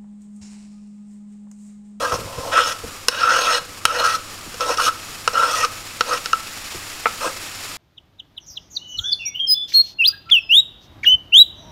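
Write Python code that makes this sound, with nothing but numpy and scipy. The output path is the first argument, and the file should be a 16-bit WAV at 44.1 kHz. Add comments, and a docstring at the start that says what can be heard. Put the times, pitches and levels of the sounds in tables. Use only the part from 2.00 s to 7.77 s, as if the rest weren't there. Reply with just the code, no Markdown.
"""Rasping scrapes and sharp wooden knocks, close by in a small kitchen: a wooden spoon pushes chopped
onion off a board into a frying pan. The spoon slips and catches on the grain, ringing both itself and
the board, and the hardest knocks overload into a limiter. Onion drops with soft thuds. Underneath,
meat sizzles as steam bubbles burst in the fat, over a low rumble and a faint mains hum."""
import sys
import numpy as np
from scipy import signal
from scipy.fft import rfft, irfft
from scipy.io import wavfile
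from scipy.ndimage import uniform_filter1d, minimum_filter1d

SR = 44100
rng = np.random.default_rng(int(sys.argv[2]) if len(sys.argv) > 2 else 0)


def to_wav(sig):
    """Store sig (one row per channel, or 1-D mono) as 16-bit WAV at the path in sys.argv[1].

    Samples outside -1..1 are clipped; the rate is SR.
    """
    pcm = np.clip(np.atleast_2d(sig), -1, 1) * 32767
    pcm = np.round(pcm).astype(np.int16)
    wavfile.write(sys.argv[1], SR, pcm.T)  # frames by channels


N = 254456
TIME, BINS = np.arange(N) / SR, np.fft.rfftfreq(N, 1 / SR)

# Pushes of the spoon over the board. Each row: start, swell time and easing time in seconds, swell and
# easing depth in dB, relative rasp, spoon and board levels at the hardest moment in dB, the spoon's
# bending resonance in Hz, favoured grain resonance in Hz, treble slope in dB per octave.
PUSHES = [ (0.0, 0.047, 0.056, 2.5, 6, -29.5, -24, -23, 1259, 1600, 0.5),
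          (0.104, 0.034, 0.022, 10.5, 6, -29, -26, -17.5, 1340, 5800, 2),
          (0.172, 0.35, 0.02, 17.5, -4, -38, -41, -23.5, 1330, 3350, 4.5),
          (0.514, 0.068, 0.056, 4, 2.5, -24, -20.5, -24.5, 1315, 3350, -3),
          (0.64, 0.039, 0.05, 2.5, 3.5, -25.5, -25.5, -29.5, 1318, 5200, 1),
          (1.112, 0.278, 0.029, 16.5, 7, -20.5, -24.5, -21.5, 1336, 2770, -3.5),
          (1.41, 0.095, 0.078, 4.5, 4.5, -21, -23.5, -22, 1318, 3770, -1.5),
          (1.87, 0.13, 0.06, 13, 5.5, -24, -29, -21, 1292, 2760, -2),
          (2.04, 0.03, 0.09, 5, 3.5, -24.5, -23, -30, 1311, 5900, 0.5),
          (2.597, 0.022, 0.029, 8, 4, -26.5, -24, -24.5, 1315, 5430, -1.5),
          (2.651, 0.057, 0.041, 7.5, 7.5, -26.5, -25, -20.5, 1318, 5600, -1),
          (2.768, 0.1, 0.021, 8, 4.5, -20, -24.5, -28, 1313, 6300, 0.5),
          (3.33, 0.11, 0.078, 10, 7, -23, -19, -20.5, 1335, 5140, -2),
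          (3.51, 0.13, 0.012, 6.5, 2.5, -23, -25, -24, 1281, 5960, 1.5),
          (4.058, 0.078, 0.044, 13.5, 9, -25, -25, -22.5, 1293, 2750, 0),
          (5.203, 0.061, 0.029, 7, 6.5, -27, -25.5, -21, 1280, 8400, -0.5)]
RASP, SPOON, BOARD = 5, 6, 7  # the level columns


def amp(db):
    """Decibels to gain."""
    return 10 ** (np.asarray(db) / 20)


def unit(x):
    """Scales to rms 1."""
    return x / np.sqrt(np.mean(x ** 2) + 1e-20)


def read(points, hz):
    """Reads a curve on a log-frequency axis."""
    point_hz, value = np.transpose(points)
    return np.interp(np.log(hz + 1), np.log(point_hz + 1), value)


def add(mix, start_s, sound):
    """Mixes a sound in at its start time."""
    part = mix[max(round(start_s * SR), 0):][:len(sound)]
    part += sound[:len(part)]


def colour(x, db):
    """Equalises by a dB curve over BINS and scales to rms 1."""
    return unit(irfft(rfft(x) * amp(db), N))


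def wander(hz):
    """A random drift of rms 1, moving at up to about the given rate."""
    knots = np.arange(0, TIME[-1] + 1, .5 / hz)
    return unit(np.interp(TIME, knots, rng.standard_normal(len(knots))))


def resonate(x, hz, width_hz):
    """A band-pass resonance of gain 1."""
    return signal.lfilter(*signal.iirpeak(hz, hz / width_hz, SR), x)


def ring(slips, hz, width_hz):
    """One steep-sided resonance, which every slip drives with a random strength."""
    drive = slips * rng.standard_normal(N)
    return resonate(resonate(drive, hz, 1.18 * width_hz), hz, 3.8 * width_hz)


def clicks(per_s, spread_db):
    """Random clicks of either sign, a few louder than the rest."""
    size = amp(spread_db * np.minimum(rng.exponential(1, N), 5))
    return unit(size * rng.choice([-1, 1], N) * (rng.random(N) < per_s / SR))


def room_tone(rumble_db=-48, hum_hz=98, hum_db=-52, waver_db=2):
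    """A bed of low room rumble and wavering mains hum."""
    # The rumble's colour. Each row: frequency in Hz, relative level in dB.
    rumble_eq = [(15, 0.5), (30, 2.5), (55, -12), (85, -3.5), (125, -9), (200, -10.5), (320, -7),
                 (700, -56)]
    hum = np.sqrt(2) * np.sin(2 * np.pi * hum_hz * TIME) * amp(hum_db + waver_db * wander(1.56))
    return hum + amp(rumble_db) * colour(rng.standard_normal(N), read(rumble_eq, BINS))


def kitchen(x, near_db=-15, near_t60=0.051, tail_db=-18):
    """Adds quick echoes from pan and stove top, then the faint tail of the room."""
    # The room's decay. Each row: frequency in Hz, t60 in seconds.
    decay_times = [(100, 0.63), (500, 0.72), (1300, 0.52), (4000, 0.48), (14000, 0.23)]
    t = np.arange(SR // 2) / SR
    early, late = rng.standard_normal((2, len(t)))
    early *= amp(-60 * t / near_t60) * (t > .002)
    hz, frame_s, bands = signal.stft(late * (t > .008), SR, nperseg=256)
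    bands *= amp(-60 * frame_s / read(decay_times, hz)[:, None])
    late = signal.istft(bands, SR, nperseg=256)[1][:len(t)]
    echoes = amp(near_db) * early / np.linalg.norm(early) + amp(tail_db) * late / np.linalg.norm(late)
    return x + signal.fftconvolve(x, echoes)[:N]


def sizzle(pops_db=-5, flicker_db=1.5, open_at_s=1.6, opening_s=3):
    """Countless steam bubbles burst in the fat; the hiss opens up as the board is drawn away."""
    # The sizzle's fader. Each row: time in seconds, level in dB.
    fader = [(0, -36), (1.0, -37), (1.75, -38.5), (2.3, -36), (3.1, -35), (3.85, -34.5), (4.5, -33.5),
             (5.77, -32)]
    # Its colour, shaded by the board and in the open. Each row: frequency in Hz, relative level in dB.
    shaded_eq = [(150, -4), (400, -5), (900, -5), (1200, -1), (1900, -5.5), (2600, -4.5), (3600, -7),
                 (5200, -6), (7000, -7), (10000, -12.5), (13500, -16), (15700, -24)]
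    open_eq = [(150, -4.5), (400, -6), (900, -2.5), (1200, -2), (1900, -0.5), (2600, -0.5), (3600, -2.5),
               (5200, -2.5), (7000, -4), (10000, -9.5), (13500, -12.5), (15700, -19.5)]
    # Peaks and dips from echoes in the pan. Each row: centre and width in Hz, gain in dB.
    pan_eq = [(1240, 190, 3.5), (2570, 120, 2.5), (5050, 1100, 1), (6400, 530, -3.5), (6890, 180, 5.5),
              (8900, 150, 4), (9000, 390, -4), (10200, 360, 2.5)]
    bursts = rng.standard_normal(N) * amp(flicker_db * wander(36))
    bursts += amp(pops_db) * clicks(per_s=1500, spread_db=1.0)
    pan_db = sum(db * np.exp(-2 * ((BINS - hz) / width) ** 2) for hz, width, db in pan_eq)
    shaded = colour(bursts, read(shaded_eq, BINS) + pan_db)
    bright = colour(bursts, read(open_eq, BINS) + pan_db)
    uncovered = np.clip((TIME - open_at_s) / opening_s, 0, 1)
    hiss = (1 - uncovered) * shaded + uncovered * bright
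    return hiss * amp(np.interp(TIME, *np.transpose(fader)))


def thuds(thump_hz=80, thump_rise_s=0.012, thump_trim_db=-4.5, plop_rise_s=0.0048):
    """Soft lumps land: a low thump and a brief dull plop."""
    # Onion and board meet the pan. Each row: start in seconds, relative thump and plop levels in dB,
    # plop pitch in Hz.
    landings = [(0.123, -22.5, -22, 455), (0.18, -31, -28, 468), (0.203, -27, -33.5, 450),
                (0.245, -29.5, -41, 400), (0.375, -27.5, -28, 490), (0.45, -42, -24.5, 640),
                (0.834, -27, -28, 450), (0.872, -35, -37, 475), (2.461, -30.5, -35.5, 377),
                (4.743, -34, -30, 370), (5.262, -47, -31, 329)]
    out, t = np.zeros(N), np.arange(SR // 5) / SR
    swell = lambda rise_s: t / rise_s * np.exp(1 - t / rise_s)
    band = lambda hz, width: unit(resonate(resonate(rng.standard_normal(len(t)), hz, width), hz, width))
    for start, thump_db, plop_db, plop_hz in landings:
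        thump = amp(thump_db + thump_trim_db) * swell(thump_rise_s) * band(thump_hz, width=128)
        plop = amp(plop_db) * swell(plop_rise_s) * band(plop_hz, width=130)
        add(out, start, thump + plop)
    return out


def knocks(crack_t60=0.029, crack_trim_db=-4, board_hz=497, board_t60=0.06, spoon_hz=1320, favour_db=3):
    """A short contact rings the wood; the softer it is (onion in between), the less treble."""
    # Spoon hits on the board. Each row: start in seconds, wood level in dB, low-pass corner and favoured
    # resonance in Hz, crack and spoon levels in dB, spoon t60 in seconds, board level in dB.
    hits = [(0.1205, -25, 6500, 1020, -18.5, -9, 0.022, -23),
            (0.5635, -36, 12000, 3350, -26, -22, .02, -37),
            (1.0842, -2, 13900, 5240, -11, -29, 0.015, -17.5),
            (1.8532, -1.5, 14100, 3120, -6.5, 1, 0.02, -24.5),
            (2.5425, -28, 11000, 5500, -37, -32, .02, -32),
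            (2.607, -18, 6500, 5270, -18, -11.5, 0.031, -45),
            (2.774, -17.5, 7500, 5700, -35, -31, 0.024, -23),
            (3.2766, -7, 7000, 1030, -7.5, 1.5, 0.02, -20), (3.648, -11, 6440, 5500, -21, -23, .03, -27),
            (4.0083, -4.5, 5900, 1020, -7, 0, 0.024, -21.5),
            (4.2585, -13.5, 7800, 4800, -19, -20.5, 0.046, -44),
            (4.3305, -12, 7040, 2800, -39, -29, 0.016, -37),
            (4.3321, -33, 2980, 2640, -36, -0.5, 0.044, -33), (5.0568, -9, 2270, 845, -2, 2, 0.022, -23),
            (5.0655, -18, 2290, 2350, -11.5, -5.5, 0.049, -35)]
    # The wood's modes. Each row: pitch in Hz, relative level in dB, t60 in seconds.
    wood_modes = [(1050, -15, 0.02), (1530, 0, 0.01), (1593, -7.5, 0.024), (1980, -46, 0.03),
                  (2570, -12, 0.026), (2883, -7.5, 0.021), (3260, -19, 0.026), (3890, -10, .02),
                  (4430, -10, 0.02), (5350, -6, 0.015), (5720, -8.5, 0.016), (6420, -1.5, 0.0046),
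                  (8650, -7.5, 0.011), (10100, -5.5, 0.0044)]
    # The crack's colour. Each row: frequency in Hz, relative level in dB.
    crack_eq = [(120, -22), (450, -4), (750, 1), (1300, 3), (2200, 2), (5500, -6.5), (7500, -10),
                (10000, -12), (16000, -20)]
    out, t = np.zeros(N), np.arange(SR // 6) / SR
    noise = colour(rng.standard_normal(N), read(crack_eq, BINS))
    mode = lambda hz, db, t60: amp(db - 60 * t / t60) * np.sin(2 * np.pi * hz * t)
    for k, hit in enumerate(hits):
        start, wood_db, corner_hz, favoured_hz, crack_db, spoon_db, spoon_t60, board_db = hit
        wood = sum((-1) ** j * mode(hz, wood_db + db, t60) for j, (hz, db, t60) in enumerate(wood_modes))
        crack = noise[k * len(t):][:len(t)] * amp(crack_trim_db + crack_db - 60 * t / crack_t60)
        blow = signal.lfilter(*signal.butter(3, corner_hz, fs=SR), wood + crack)
        # the place of the blow favours one resonance
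        blow += amp(favour_db) * resonate(blow, favoured_hz, 0.094 * favoured_hz)
        # the slow bending modes build up while the contact lasts
        contact_s = 2.75 / corner_hz
        bending = mode(spoon_hz, spoon_db, spoon_t60) - mode(board_hz, board_db, board_t60)
        add(out, start, blow + bending * (1 - np.exp(-(t / contact_s) ** 2)))
    # small wooden things radiate little bass
    return signal.lfilter(*signal.butter(2, 260, "high", fs=SR), out)


def after_ring(x, hz=491, width_hz=6, ring_db=-7):
    """A narrow ring near 490 Hz hums on briefly after every touch."""
    return x + amp(ring_db) * resonate(x, hz, width_hz)


def push_gain(column, follows, release_t60, fade_db=0, flick_db=0, attack_s=0.0061, flick_s=0.02):
    """One layer's envelope: each push bites, swells, eases and lifts off; follows scales the swell."""
    power = np.zeros(N)
    for push in PUSHES:
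        start, swell_s, ease_s, swell_db, ease_db = push[:5]
        length = swell_s + ease_s
        t = np.arange(0, length + release_t60, 1 / SR)
        before, after = np.interp(t, [0, swell_s], [1, 0]), np.interp(t, [swell_s, length], [0, 1])
        pressure_db = -swell_db * before ** 1.02 - ease_db * after ** 1.02
        touch = np.minimum(t / attack_s, 1) * amp(-60 * np.maximum(t - length, 0) / release_t60)
        travel = np.interp(t, [0, length], [-.5, .5])
        flick = np.interp(t, [length - flick_s, length], [0, 1])  # over the board's edge
        level_db = push[column] + follows * pressure_db - fade_db * travel + flick_db * flick
        add(power, start, (touch * amp(level_db)) ** 2)
    return np.sqrt(power)


def squawk_gain(ring_on_db=-17, ring_on_t60=0.15):
    """Each catch on the grain swells and dies in one arch, and the spoon rings on faintly after it."""
    # The spoon's squawks. 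Each row: midpoint and length in seconds, relative level in dB.
    squawks = [(0.045, 0.025, -21), (0.121, 0.021, -16), (0.587, 0.07, -14), (1.236, 0.056, -13.5),
               (1.287, 0.063, -13), (1.352, 0.05, -15.5), (1.493, 0.056, -15), (1.906, 0.068, -22.5),
               (2.052, 0.11, -14.5), (2.152, 0.025, -19), (2.799, 0.044, -12), (2.882, 0.044, -11),
               (3.376, 0.078, -15), (3.431, 0.05, -13), (3.543, 0.028, -14.5), (3.642, 0.029, -10),
               (4.126, 0.053, -17.5)]
    gain, t = np.zeros(N), np.arange(SR // 3) / SR
    for middle, length, db in squawks:
        progress = np.minimum(t / length, 1)
        arch = np.sin(np.pi * progress)
        ring_on = progress * amp(ring_on_db - 60 * np.maximum(t - length, 0) / ring_on_t60)
        add(gain, middle - length / 2, amp(db) * np.maximum(arch, ring_on))
    return gain


def push_tone(sag=0.021, brighten_db_per_octave=0.5):
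    """The tone of each push: the pitch sags and the treble grows as the spoon nears the board's edge."""
    start, swell_s, ease_s, *_, spoon_hz, favoured_hz, slope = np.transpose(PUSHES)
    now = np.maximum(np.searchsorted(start, TIME, "right") - 1, 0)
    travel = np.clip((TIME - start[now]) / (swell_s + ease_s)[now], 0, 1) - .5
    pitch_hz = spoon_hz[now] * (1 - sag * travel)
    return pitch_hz, favoured_hz[now], slope[now] + brighten_db_per_octave * travel


def board_body(slips):
    """The slips ring the board's low resonances, giving the scrape its body."""
    # The board's resonances. Each row: centre and width in Hz, relative level in dB.
    modes = [(308, 44, -14), (493.4, 20.4, 1), (545, 50, 1), (605, 63, -7), (741, 65, -10.5),
             (900, 65, -5.5), (1034, 68, -2.5)]
    body = unit(sum(amp(db) * ring(slips, hz, width) for hz, width, db in modes))
    return body * push_gain(BOARD, follows=1.1, release_t60=0.12, fade_db=3)


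def spoon_ring(slips, pitch_hz, drift=0.0016, width_hz=38, skirt_hz=500):
    """The slips drive the spoon's bending resonance, which friction damps."""
    # the pitch drifts as the contact moves along the spoon's edge
    carrier = np.exp(2j * np.pi * np.cumsum(pitch_hz * (1 + drift * wander(13))) / SR)
    poles = np.exp(-np.pi * np.array([width_hz, skirt_hz]) / SR)
    swing = signal.lfilter([1], np.poly(poles), slips / carrier)
    # friction feeds small swings and brakes large ones
    swing /= (uniform_filter1d(abs(swing), size=900) + 1e-9) ** 0.59
    gain = np.hypot(push_gain(SPOON, follows=0.87, release_t60=0.11), squawk_gain())
    return gain * unit((swing * carrier).real)


def rasp(slips, favoured_hz, slope, favour_db=5, favour_octaves=0.075, waver_db=4, fizz_db=-27):
    """The wood's upper resonances trade strength as the contact travels; slope tilts their treble."""
    # The grain's resonances. 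Each row: centre and width in Hz, relative level in dB.
    modes = [(1416, 167, 5.5), (1600, 34, 1), (1898, 56, 2), (2602, 243, 3), (2926, 88, 1),
             (3326, 290, -3.5), (3816, 136, -2), (4205, 68, 1), (4625, 210, -3), (5320, 194, 3),
             (5780, 600, -3.5), (6420, 86, -2), (6960, 250, -8), (8380, 550, -8), (9780, 520, -10.5),
             (11950, 490, -14.5), (13800, 790, -22)]
    grain = np.zeros(N)
    for hz, width, db in modes:
        place_db = favour_db * np.exp(-(np.log2(hz / favoured_hz) / favour_octaves) ** 2)
        # a broad resonance is a cluster of modes, so it wavers less
        place_db += waver_db * np.sqrt(100 / width) * wander(11)
        grain += amp(db + place_db + slope * np.log2(hz / 4000)) * ring(slips, hz, width)
    # juice squeezed under the edge adds a thin fizz on top
    fizz = signal.lfilter(*signal.butter(2, 10000, "high", fs=SR), slips)
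    grit = unit(unit(grain) + amp(fizz_db + slope) * unit(fizz))
    return grit * push_gain(RASP, follows=0.89, release_t60=0.035, flick_db=2.5)


def scrape(catch_db=1.5, catch_hz=80, spoon_db=-1, board_db=-2.5, rasp_db=1.5, lumps_db=1.17):
    """Tiny slips of the spoon over the grain, stronger where it catches, ring spoon and board."""
    slips = clicks(per_s=12000, spread_db=1.2) * amp(catch_db * wander(catch_hz))
    pitch_hz, favoured_hz, slope = push_tone()
    spoon = amp(spoon_db) * spoon_ring(slips, pitch_hz)
    board = amp(board_db) * board_body(slips)
    grit = amp(rasp_db) * rasp(slips, favoured_hz, slope)
    # lumps of onion under the spoon make its grip on the board uneven
    return spoon + (board + grit) * amp(lumps_db * wander(16))


def scene():
    """Spoon and board in the kitchen, over the sizzling pan and the room tone, in mono."""
    wood = after_ring(scrape() + knocks() + thuds())
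    return (kitchen(wood) + sizzle() + room_tone())[None]


def record(dry, ceiling=2.0, top_hz=15820):
    """A fast limiter tames the hardest knocks, what is left of them clips, and a low-pass follows."""
    allowed = 1 / np.maximum(abs(dry) / ceiling, 1)
    gain = uniform_filter1d(minimum_filter1d(allowed, size=25), size=25)
    clipped = np.clip(dry * gain, -1, 1)
    low_pass = signal.firwin(511, top_hz, window=("kaiser", 8), fs=SR)
    return signal.oaconvolve(clipped, low_pass[None], "same")


dry = scene()
out = record(dry)
to_wav(out)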